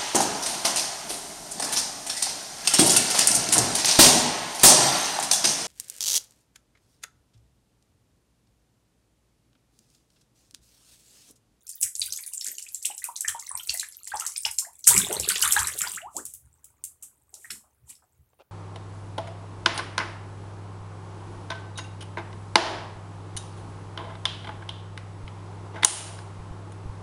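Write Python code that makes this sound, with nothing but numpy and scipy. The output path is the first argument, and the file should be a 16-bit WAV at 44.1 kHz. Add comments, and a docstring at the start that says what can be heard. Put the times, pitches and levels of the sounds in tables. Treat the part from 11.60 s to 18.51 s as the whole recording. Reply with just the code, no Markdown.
"""In a small, hard-walled bathroom a punctured water balloon leaks into a ceramic basin, then bursts.
Its jet spatters as drops that crack the water film and ring trapped bubbles; pockets, gulps and glugs gurgle.
The freed water is swarms of bubbles swelling with the slosh, amid sprays of coloured noise and deep thuds.
Last drops tick over a faint crackling runoff, wet rubber rasps near the end, and still air hisses below."""
import sys
import numpy as np
from scipy import signal
from scipy.fft import rfft, irfft, next_fast_len
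from scipy.io import wavfile

SR = 44100
rng = np.random.default_rng(int(sys.argv[2]) if len(sys.argv) > 2 else 0)


def dump_mix(stems):
    """Bounce the given channels to the path in sys.argv[1] as a 16-bit WAV at rate SR."""
    frames = np.atleast_2d(stems).T  # one column per channel
    limited = np.clip(frames, -1, 1)  # hard clip at full scale
    pcm = np.round(limited * 32767).astype(np.int16)
    wavfile.write(sys.argv[1], SR, pcm)


N = 304731
TIME = np.arange(N) / SR   # s
CUTOFF_HZ = 16000   # upper limit of the sound

# the leaking jet, before layer trims: time_s, spray_db, gurgle_db
LEAK = [(0.0, -62, -81), (0.16, -35.5, -75), (0.28, -72, -92), (0.38, -32.5, -67), (0.49, -35.5, -58),
        (0.65, -44, -58.5), (0.87, -33.5, -76), (0.96, -44.5, -67), (1.27, -52, -71), (1.62, -49, -61),
        (1.75, -43, -57.5), (2.13, -38, -54.5), (2.24, -53.5, -71.5), (2.47, -41, -54), (2.69, -39, -57),
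        (2.91, -37, -82), (3.06, -63.5, -80), (3.22, -42.5, -76)]
# colour of fine spray: freq_hz, level_db (relative, per Hz)
SPRAY = [(1800, -20.5), (3000, -13.5), (4500, -19), (6000, -6), (7800, 5), (10000, 0.5), (12500, -4),
         (16000, -16.5)]
# colour of gurgling bubbles: freq_hz, level_db (relative, per Hz)
GURGLE = [(360, -4.5), (450, -12), (620, -19), (900, -2.5), (1600, 3), (2500, 2.5), (4500, 10)]


def leak(spray_db=-3.5, gurgle_db=0.5):
    """Bubble resonance: the thin jet excites many small bubbles, heard as scattered ticks and gurgles."""
    spray, gurgle = gains(LEAK)
    fizz = swarm(SPRAY, span=(0, 3.25), cycles=4.5, rise=0.03, count=700)
    babble = swarm(GURGLE, span=(0, 3.25), cycles=3.2, rise=0.03, count=1000)
    return from_db(spray_db) * spray * fizz + from_db(gurgle_db) * gurgle * babble


def all_drops(count=44):
    """Secondary impact: louder drops throw up weaker rebounds; stray drops follow the jet's level."""
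    # louder drops on the wet basin: start_s, level_db (before layer trims), pitch_hz (trapped bubble)
    louder = [(0.068, -35, 6100), (0.0924, -18, 8800), (0.2123, -12, 10300), (0.2285, -5.5, 7660),
              (0.3526, -16.5, 7160), (0.416, -11.5, 4630), (0.523, -13.5, 6170), (0.5743, -19.5, 7730),
              (0.6628, -21, 9240), (0.735, -15.5, 8500), (0.8107, -20, 5300), (0.844, -17.5, 7440),
              (0.8744, -21, 8400), (0.9828, -20, 7150), (1.0254, -23, 7500), (1.1453, -16, 7300),
              (1.2262, -21, 7930), (1.2546, -7.5, 8130), (1.3792, -19.5, 7400), (1.4408, -13, 9000),
              (1.5632, -16.5, 6300), (1.607, -12, 7920), (1.682, -8, 7470), (1.7958, -21, 7300),
              (2.0941, -10.5, 4460), (2.141, -14, 10300), (2.1733, -17.5, 7730), (2.1971, -11.5, 7340),
              (2.474, -20.5, 7180), (2.598, -12.5, 7900), (2.6648, -10.5, 7430), (2.7622, -18, 5080),
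              (2.8523, -10, 5150), (2.9855, -5, 7140), (3.2417, -19, 5900), (3.276, 11.5, 8400),
              (3.2864, 1, 8350), (3.3628, -5, 8030), (3.3773, 1.5, 7600), (3.527, -9.5, 8560),
              (3.5983, -8.5, 7480), (3.6882, -2, 7920), (3.8242, -1.5, 7500), (3.9225, 0, 7780),
              (3.9911, -5.5, 7460), (4.0712, -10, 7800), (4.188, -10, 8740), (4.2164, -8, 7420),
              (4.2727, -19, 4730), (4.5661, -14, 7420), (4.6533, -18, 9080), (4.7378, -22.5, 10260),
              (5.0429, -31.5, 10570), (5.239, -17, 8800), (5.425, -29.5, 8300), (5.7407, -27.5, 6900),
              (5.9049, -21, 5280), (6.353, -43, 5250)]
    rebound_db, rebound_octaves = -9, 0.68   # level below the first drop; full pitch spread
    rebounds = []
    for (s, db, hz), (late, pitch) in zip(louder, rng.random((len(louder), 2))):
        delay_s = 0.00882 + 0.0028 * late
        rebounds.append((s + delay_s, db + rebound_db, hz * 2 ** (rebound_octaves * (pitch - 0.5))))

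    stray_db, stray_range_db = 19.5, 8.5   # most above the jet's spray level; spread below that
    stray_hz, stray_octaves = 7640, 0.9   # middle pitch; full spread
    jet_s, jet_db, _ = np.transpose(LEAK)
    when, size, pitch = rng.random((count, 3)).T
    start_s = (np.arange(count) + when) / count * jet_s[-1]
    level_db = np.interp(start_s, jet_s, jet_db) + stray_db - stray_range_db * size
    pitch_hz = stray_hz * 2 ** (stray_octaves * (pitch - 0.5))
    return list(louder) + rebounds + list(zip(start_s, level_db, pitch_hz))


def drops(rows, ring_db=-5.0, cycles=5.4, rise=0.043, crack_db=-14.5, crack_s=0.0015, crack_octaves=1.15,
          satellite_db=-14.5, scatter_s=0.018, lead_s=0.0055, octaves=1.4, mist_db=-25.0, mist_s=0.0084,
          shallow_db=-1.5):
    """Impact and resonance: a drop cracks the film around its bubble's pitch, amid satellites and mist."""
    drained_s = 4.9   # only a thin film is left after this
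    out, hiss, t = np.zeros(N), noise(SPRAY), TIME[:SR // 12]
    crack, mist = (t / time * np.exp(1 - t / time) for time in (crack_s, mist_s))
    for (s, db, hz), (offset, damping) in zip(rows, rng.random((len(rows), 2))):
        drained = s > drained_s   # a thin film traps little air: drops splat more than they ring
        band = hz * 2 ** (crack_octaves * np.array([-0.5, 0.5]))
        band = np.minimum(band, [CUTOFF_HZ - 1, CUTOFF_HZ])
        band_filter = signal.butter(3, band, "band", fs=SR, output="sos")
        grit = rms_one(signal.sosfilt(band_filter, rng.standard_normal(len(t))))
        spray = hiss[int(offset * (N - len(t))):][:len(t)]
        ring = ping(hz, cycles * (0.5 + damping) / hz, rise)
        satellites = cloud(scatter_s, hz, octaves, cycles, count=5)
        add(out, s, from_db(db + ring_db + drained * shallow_db) * ring)
        add(out, s, from_db(db + crack_db) * crack * (grit + drained * spray))
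        add(out, s if drained else s - lead_s, from_db(db + satellite_db) * satellites)
        add(out, s, from_db(db + mist_db) * mist * spray)
    return out


def impacts(rows, level_db=-27.0, body_hz=2600, decay=0.00053, hard_db=-4.5):
    """Cushioned impact: only hard drops push through the film and knock on the ceramic."""
    out = np.zeros(N)
    for s, db, hz in rows:
        cushion_db = min(db - hard_db, 0)   # soft drops weaken twice as fast in dB; hard ones are capped
        gain = from_db(min(db, hard_db) + cushion_db + level_db)
        add(out, s, gain * bubble(body_hz, decay, 0))
    return high_pass(out, 960)


def flood(spray_db=-34.0, gurgle_db=-37.5, slosh_db=-43.5):
    """Collective bubble resonance: the whole filling collapses into fizz, gurgles and deep slosh."""
    # colour of the deep slosh: freq_hz, level_db (relative, per Hz)
    slosh_colour = [(110, 5), (200, 2), (290, -12), (420, 5), (600, -9), (850, 2.5)]
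    span = (3.25, 4.85)   # s
    spray = surge(hold_s=0.87, fall_db_per_s=38, swing_db=5.0, last_s=1.117)
    gurgle = surge(hold_s=0.77, fall_db_per_s=52, swing_db=3.5, last_s=1.123)
    deep = surge(hold_s=0.15, fall_db_per_s=20, swing_db=-1.5, last_s=1.45)
    fizz = swarm(SPRAY, span, cycles=3.3, rise=0.027, count=2000)
    babble = swarm(GURGLE, span, cycles=2.5, rise=0.02, count=2300)
    slosh = swarm(slosh_colour, span, cycles=1.36, rise=0.055, count=450)
    water = from_db(spray_db) * spray * fizz + from_db(gurgle_db) * gurgle * babble
    return water + from_db(slosh_db) * deep * slosh


def surge(hold_s, fall_db_per_s, swing_db, last_s):
    """Standing-wave modulation: freed water lands, holds, drains and ceases, its gain swinging with the slosh."""
    burst_s, landing_s = 3.268, 0.03   # the rubber rips; time for the water to land
    crest_s, slosh_period_s = 3.332, 0.54   # first crest of the wave; time to the next
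    dry_fade_s = 0.034   # time for a layer to cease once its water has gone
    age = TIME - burst_s
    wave = np.cos(2 * np.pi * (TIME - crest_s) / slosh_period_s)
    wet = np.clip(age / landing_s, 0, 1) * np.clip((last_s - age) / dry_fade_s, 0, 1)
    # a positive swing is louder at the crests, a negative one between them
    return wet * from_db(swing_db * wave - fall_db_per_s * np.maximum(age - hold_s, 0))


def splashes(level_db=-11.5):
    """Broadband turbulence: sheets of water tear into spray, loudest as the rubber rips."""
    return from_db(level_db) * spray_gain() * noise(SPRAY)


def spray_gain():
    """Superposition: the gains of all the bursts of spray add."""
    # bursts of fine spray: crest_s, level_db (before layer trims), rise_s, fall_s
    bursts = [(0.233, -7, 0.0038, 0.0067), (3.275, 3, 0.0035, 0.0056), (3.289, -16.5, 0.0037, 0.015),
              (4.56, -35, 0.02, .03), (4.70, -38.5, 0.028, 0.024), (5.431, -30, 0.0035, 0.02),
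              (5.762, -43.5, 0.018, 0.05), (5.85, -40.5, 0.036, .04), (5.913, -27, 0.0034, 0.033),
              (6.304, -29, 0.011, 0.009)]
    return sum(from_db(db) * swell(s, rise, fall) for s, db, rise, fall in bursts)


def pockets(level_db=-3.0):
    """Bubble resonance: lone air pockets pinched off in the water plop."""
    # air pockets: start_s, pitch_hz, level_db (before layer trim)
    air_pockets = [(0.419, 3810, -15.5), (0.588, 2140, -35), (0.983, 2840, -30), (1.065, 2460, -35),
                   (1.311, 2840, -31), (1.442, 2440, -32), (1.685, 3050, -21), (1.687, 1726, -22.5),
                   (1.997, 3040, -26.5), (2.147, 1940, -29.5), (2.759, 2320, -32.5), (3.308, 923, -22.5),
                   (3.365, 2200, -14), (3.496, 427, -30), (3.704, 1426, -22), (3.827, 2860, -12.5),
                   (3.964, 1582, -9.5), (4.416, 2790, -33.5), (5.845, 1820, -34)]
    out = np.zeros(N)
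    for s, hz, db in air_pockets:
        add(out, s, from_db(db + level_db) * plop(hz))
    return out


def gulps(level_db=0.0, between_db=-10.0, scatter_s=0.04, octaves=1.2, lift=1.2, cycles=3.7, count=3):
    """Larger bubbles ring lower: a gulp opens with a high plop, gurgles down and closes with a low one."""
    # air gulped under the jet: start_s, length_s, first_hz, last_hz, first_db, last_db (relative levels)
    air_gulps = [(1.28, .02, 2600, 782, -45, -40.5), (1.42, .067, 1920, 948, -37.5, -32.5),
                 (1.647, 0.1, 1738, 893, -24.5, -28.5), (1.91, .038, 1072, 973, -37, -38),
                 (2.094, 0.045, 2630, 663, -24, -43.5), (2.196, 0.033, 3980, 1650, -22, -30.5),
                 (2.518, 0.02, 1522, 828, -28.5, -23.5), (2.607, .012, 2760, 1300, -34, -31.5),
                 (2.85, 0.008, 2796, 860, -16, -32), (3.021, 0.045, 1026, 672, -45.5, -46),
                 (4.237, 0.03, 1386, 962, -27, -32.5)]
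    out = np.zeros(N)
    for s, length, first_hz, last_hz, first_db, last_db in air_gulps:
        add(out, s, from_db(first_db + level_db) * plop(first_hz))
        add(out, s + length, from_db(last_db + level_db) * plop(last_hz))
        for u in (np.arange(count) + 0.5) / count:
            hz = first_hz * (last_hz / first_hz) ** u
            db = first_db + (last_db - first_db) * u
            gurgle = cloud(scatter_s, lift * hz, octaves, cycles, count=6)
            add(out, s + u * length / 2, from_db(db + between_db) * gurgle)
    return out


def churns(level_db=3.0, octaves=1.4, cycles=4.5):
    """Air entrainment: water folding over itself gurgles as a cloud of bubbles."""
    # folding waves: start_s, length_s, centre_hz, level_db (per bubble, before layer trim)
    folds = [(0.235, 0.044, 2200, -45), (0.84, 0.08, 2510, -43), (0.858, 0.11, 403, -65.5),
             (1.247, 0.023, 3630, -33.5), (1.267, .06, 550, -63.5), (2.589, 0.11, 1314, -43.5),
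             (3.269, 0.12, 1504, -27), (3.345, 0.0305, 204.8, -40.5), (3.49, 0.077, 602, -35),
             (3.691, 0.023, 2900, -25.5), (3.755, 0.018, 3860, -25), (3.832, 0.058, 1570, -29),
             (3.972, 0.14, 1504, -29.5), (4.204, 0.063, 1990, -33), (4.547, 0.055, 395, -49.5),
             (5.721, 0.069, 603, -64.5), (5.899, 0.05, 280, -63), (5.901, 0.01, 2450, -37.5),
             (6.032, 0.052, 926, -67.5), (6.285, 0.045, 3660, -51), (6.42, 0.017, 895, -67)]
    out = np.zeros(N)
    for s, length, hz, db in folds:
        add(out, s, from_db(db + level_db) * cloud(length, hz, octaves, cycles, count=24))
    return out


def glugs(bend=1.4, level_db=-2.0):
    """Cavity resonance: air closing over the drain shrinks and whistles upward, ever faster."""
    # closing cavities: start_s, length_s, first_hz, last_hz, level_db (before layer trim)
    cavities = [(3.046, 0.011, 1520, 2300, -39.5), (3.068, 0.039, 746, 1175, -48),
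                (3.64, 0.0099, 3240, 5740, -24.5), (3.855, 0.019, 1057, 1740, -24),
                (3.963, 0.026, 755, 1084, -22.5), (4.005, 0.0298, 904, 1560, -28.5),
                (4.369, 0.021, 1130, 3080, -29.5), (4.419, 0.078, 610, 1446, -35),
                (4.542, 0.064, 615, 2100, -37)]
    out = np.zeros(N)
    for s, length, first_hz, last_hz, db in cavities:
        u = np.linspace(0, 1, int(length * SR))
        pitch = first_hz * (last_hz / first_hz) ** (u ** bend)
        whistle = np.sin(np.pi * u) * np.sin(2 * np.pi * np.cumsum(pitch) / SR)
        add(out, s, from_db(db + level_db) * whistle)
    return out


def runoff(spray_db=-73.0, gurgle_db=-77.5, fall_db_per_s=4.0, splash_fizz_db=-20.0, splash_gurgle_db=-33.0):
    """Exponential decay: the last film of water crackles ever fainter, stirred up by each splash."""
    # colour of the trickling film: freq_hz, level_db (relative, per Hz)
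    trickle = [(220, 2.5), (500, -18), (950, 3.5), (1500, -7.5), (2600, -12.5)]
    span = (4.8, 6.9)   # s
    film, stir = from_db(-fall_db_per_s * (TIME - span[0])), spray_gain()
    fizz = swarm(SPRAY, span, cycles=5.0, rise=0.017, count=1400)
    babble = swarm(trickle, span, cycles=2.75, rise=0.035, count=1800)
    spray = from_db(spray_db) * film + from_db(splash_fizz_db) * stir
    gurgle = from_db(gurgle_db) * film + from_db(splash_gurgle_db) * stir
    return spray * fizz + gurgle * babble


def slips(level_db=-6.5, decay=0.0045):
    """Stick-slip friction: wet rubber grips and lets go in a short, dull rasp."""
    # slips of the wet skin: start_s, level_db (before layer trim)
    slip_rows = [(6.732, -51.5), (6.791, -48.5), (6.798, -40), (6.804, -42.5), (6.809, -43), (6.817, -44)]
    # colour of the rubber: freq_hz, level_db (relative, per Hz)
    rubber = [(260, -7), (520, 2), (1150, -7), (1900, -22), (2550, -12.5), (4500, -18.5)]
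    grip, t = np.zeros(N), TIME[:SR // 20]
    for s, db in slip_rows:
        envelope = np.exp(-t / decay) * (1 - np.exp(-t / 0.00031))
        add(grip, s, from_db(db + level_db) * envelope)
    return grip * noise(rubber)


def basin(level_db=0.0, rise_s=0.013, fall_s=0.03, flood_db=-62.0, rest_db=-79.5, thump_db=-3.5, thump_hz=140,
          octaves=0.76, cycles=0.85, heavy_db=-34.5, cushion=0.42):
    """Structural response: the basin booms as water lands and rumbles on; heavy slops thump hollowly."""
    # masses of water landing: crest_s, level_db (before layer trims)
    thuds = [(0.242, -55), (0.421, -55), (0.51, -60), (1.70, -52), (1.95, -58), (2.11, -51), (2.55, -60),
             (2.872, -56.5), (3.30, -39), (3.348, -34), (3.602, -42), (3.851, -46), (4.008, -38.5),
             (4.86, -58), (5.91, -54.5), (6.24, -55), (6.60, -54.5)]
    # colour of the boom: freq_hz, level_db (relative, per Hz)
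    boom_colour = [(30, -26), (45, -22.5), (60, -0.5), (75, 7.5), (95, -5.5), (125, 0.5), (170, -16.5),
                   (240, -23)]
    rumble = surge(hold_s=0.87, fall_db_per_s=11.5, swing_db=-2.0, last_s=6.2)
    boom = from_db(rest_db) + from_db(flood_db) * rumble
    thumps = np.zeros(N)
    for (s, db), size in zip(thuds, rng.random(len(thuds))):
        hz = thump_hz * 2 ** (octaves * (size - 0.5))
        boom = boom + from_db(db + level_db) * swell(s, rise_s, fall_s)
        softness_db = cushion * min(db - heavy_db, 0)   # lighter slops thump less than in proportion
        add(thumps, s, from_db(db + thump_db + softness_db) * ping(hz, cycles / hz, rise=0))
    return boom * noise(boom_colour) + thumps


def bathroom(x, tail_db=-9.0, build_s=0.021):
    """Reverberation: close echoes off basin and counter, then a diffuse tail that dies band by band."""
    # reverberation time: freq_hz, t60_s
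    room_t60 = [(150, 0.15), (500, 0.15), (1300, 0.18), (3500, 0.16), (9000, 0.21), (16000, 0.2)]
    # basin and counter reflections: delay_s, strength (signed gain)
    echoes = [(.0007, 0.011), (.0019, -0.03), (.0032, 0.15), (.0088, -.2), (0.012, 0.17)]
    t, edges = TIME[:SR // 2], np.geomspace(100, 18000, 12)
    response, white = np.zeros(len(t)), rng.standard_normal((2, len(t)))
    for k, (low, high) in enumerate(zip(edges, edges[1:])):
        band_filter = signal.butter(2, [low, high], "band", fs=SR, output="sos")
        band = signal.sosfilt(band_filter, white[k % 2])   # neighbouring bands use different noise
        response += band * np.exp(-np.log(1000) * t / at_hz(room_t60, np.sqrt(low * high)))
    response *= 1 - np.exp(-t / build_s)
    response *= from_db(tail_db) / np.sqrt(np.sum(response ** 2))
    response[0] += 1   # direct sound
    for delay, strength in echoes:
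        response[int(delay * SR)] += strength
    return signal.fftconvolve(x, response)[:N]


def still_air(level_db=-74.0):
    """Stationary noise: the room's still air is a faint, low-weighted hiss."""
    # colour of the air: freq_hz, level_db (relative, per Hz)
    air = [(30, -8), (75, -3), (150, -13), (400, -12), (1000, -21), (2500, -26.5), (8000, -32),
           (16000, -16)]
    return from_db(level_db) * noise(air)


def swarm(spectrum, span, cycles, rise, count):
    """Incoherent superposition: bubbles of random time, pitch and size fill a span at unit power."""
    size_spread_db = 7   # scale of the exponential spread in level
    out, (start, end) = np.zeros(N), span
    low, high = spectrum[0][0], spectrum[-1][0]
    for when, where, size, damping, sign in rng.random((count, 5)):
        hz = low * (high / low) ** where
        level = at_hz(spectrum, hz) + size_spread_db * min(-np.log(1 - size), np.pi)
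        ring = ping(hz, cycles * (0.5 + damping) / hz, rise)
        # small bubbles die sooner, so they need more height for the same energy
        add(out, start + when * (end - start), np.sign(sign - 0.5) * hz * from_db(level) * ring)
    return rms_one(out) * np.sqrt((end - start) * SR / N)


def cloud(length, centre_hz, octaves, cycles, count):
    """Superposition: a short run of bubbles rings around one pitch."""
    longest_ring_s = 6 * cycles / centre_hz * 2 ** (octaves / 2)
    out = np.zeros(int((length + longest_ring_s) * SR) + 2)
    for when, where, size, sign in rng.random((count, 4)):
        hz = min(centre_hz * 2 ** (octaves * (where - 0.5)), CUTOFF_HZ)
        level = -10 * size - 6 * when   # sizes vary, and later bubbles are weaker
        add(out, when * length, np.sign(sign - 0.5) * from_db(level) * ping(hz, cycles / hz, rise=0.19))
    return out


def plop(hz, rise=0.04, birth=1.0, fragment_db=-1.0, scatter_s=0.016, octaves=0.54):
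    """Bubble breakup: a larger trapped bubble rings and breaks into fragments of like size."""
    ring_cycles = 9.0   # the decay falls to 1/e in this many cycles
    out = np.zeros(SR // 5)
    add(out, 0, bubble(hz, ring_cycles / hz, rise, birth))
    add(out, 0, from_db(fragment_db) * cloud(scatter_s, hz, octaves, cycles=1.7, count=4))
    return out


def bubble(hz, decay, rise, birth=0.88):
    """Damped resonance: it swells over a cycle or so and rings down, rising in pitch near the surface."""
    t = np.arange(int(6 * decay * SR) + 2) / SR
    pitch = np.minimum(hz * (1 + rise * t / decay), SR / 2)
    shape = (1 - np.exp(-t * hz / birth)) ** 2 * np.exp(-t / decay)
    return shape / shape.max() * np.sin(2 * np.pi * np.cumsum(pitch) / SR)


def ping(hz, swell_s, rise):
    """Damped resonance: a ring swells smoothly to its crest and fades, its pitch sliding by rise."""
    u = np.arange(int(6 * swell_s * SR) + 2) / (swell_s * SR)
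    pitch = np.minimum(hz * (1 + rise * (u - 1)), SR / 2)
    return (u * np.exp(1 - u)) ** 2 * np.sin(2 * np.pi * np.cumsum(pitch) / SR)


def noise(spectrum):
    """Spectral shaping: steady noise of a given colour at unit power, falling steeply outside its range."""
    hz = np.arange(1, N // 2 + 2) * SR / (2 * (N // 2))
    skirts = 1 / (1 + (spectrum[0][0] / hz) ** 4) / (1 + (hz / spectrum[-1][0]) ** 4)
    size = next_fast_len(N)
    bins_hz = np.arange(size // 2 + 1) * SR / size
    colour = np.interp(bins_hz, hz, skirts * from_db(at_hz(spectrum, hz)))
    return rms_one(irfft(rfft(rng.standard_normal(size)) * colour, size)[:N])


def high_pass(x, edge_hz):
    """Radiation efficiency: small sources radiate little below their own pitch."""
    return signal.sosfilt(signal.butter(3, edge_hz, "high", fs=SR, output="sos"), x)


def swell(s, rise_s, fall_s):
    """Exponential growth and decay: gain climbs to a crest at time s and dies away."""
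    return np.exp(np.maximum(np.minimum((TIME - s) / rise_s, (s - TIME) / fall_s), -20))


def gains(rows, fade=0.0172):
    """Amplitude modulation: one gain curve per dB column, fading out beyond the ends."""
    s, *columns = np.transpose(rows)
    inside = np.interp(TIME, [s[0] - fade, s[0], s[-1], s[-1] + 2 * fade], [0, 1, 1, 0])
    return [inside * from_db(np.interp(TIME, s, c)) for c in columns]


def at_hz(points, hz):
    """Logarithmic pitch: read a table's second column on a log-frequency axis."""
    table = np.array(points)
    return np.interp(np.log(hz), np.log(table[:, 0]), table[:, 1])


def from_db(db):
    """Logarithmic level: decibels to amplitude gain."""
    return 10 ** (np.asarray(db) / 20)


def rms_one(x):
    """Normalisation: scale to unit mean power."""
    return x / np.sqrt(np.mean(x ** 2) + 1e-20)


def add(out, s, sound):
    """Linear superposition: mix a sound in at time s."""
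    i = int(np.clip(s * SR, 0, len(out) - 1))
    out[i:i + len(sound)] += sound[:len(out) - i]


def scene():
    """Superposition: reverberant water over rubber, the basin's low thudding and still air."""
    falling = all_drops()
    water = leak() + drops(falling) + impacts(falling) + flood() + splashes()
    water = water + pockets() + gulps() + churns() + glugs() + runoff()
    return (bathroom(water) + slips() + basin() + still_air())[None]


def record(dry):
    """Saturation and band limiting: the highest peaks are rounded and the top is cut."""
    rounded = 0.85 * np.tanh(dry / 0.85)
    return signal.sosfilt(signal.ellip(10, 0.2, 70, CUTOFF_HZ, fs=SR, output="sos"), rounded)


dry = scene()
out = record(dry)
dump_mix(out)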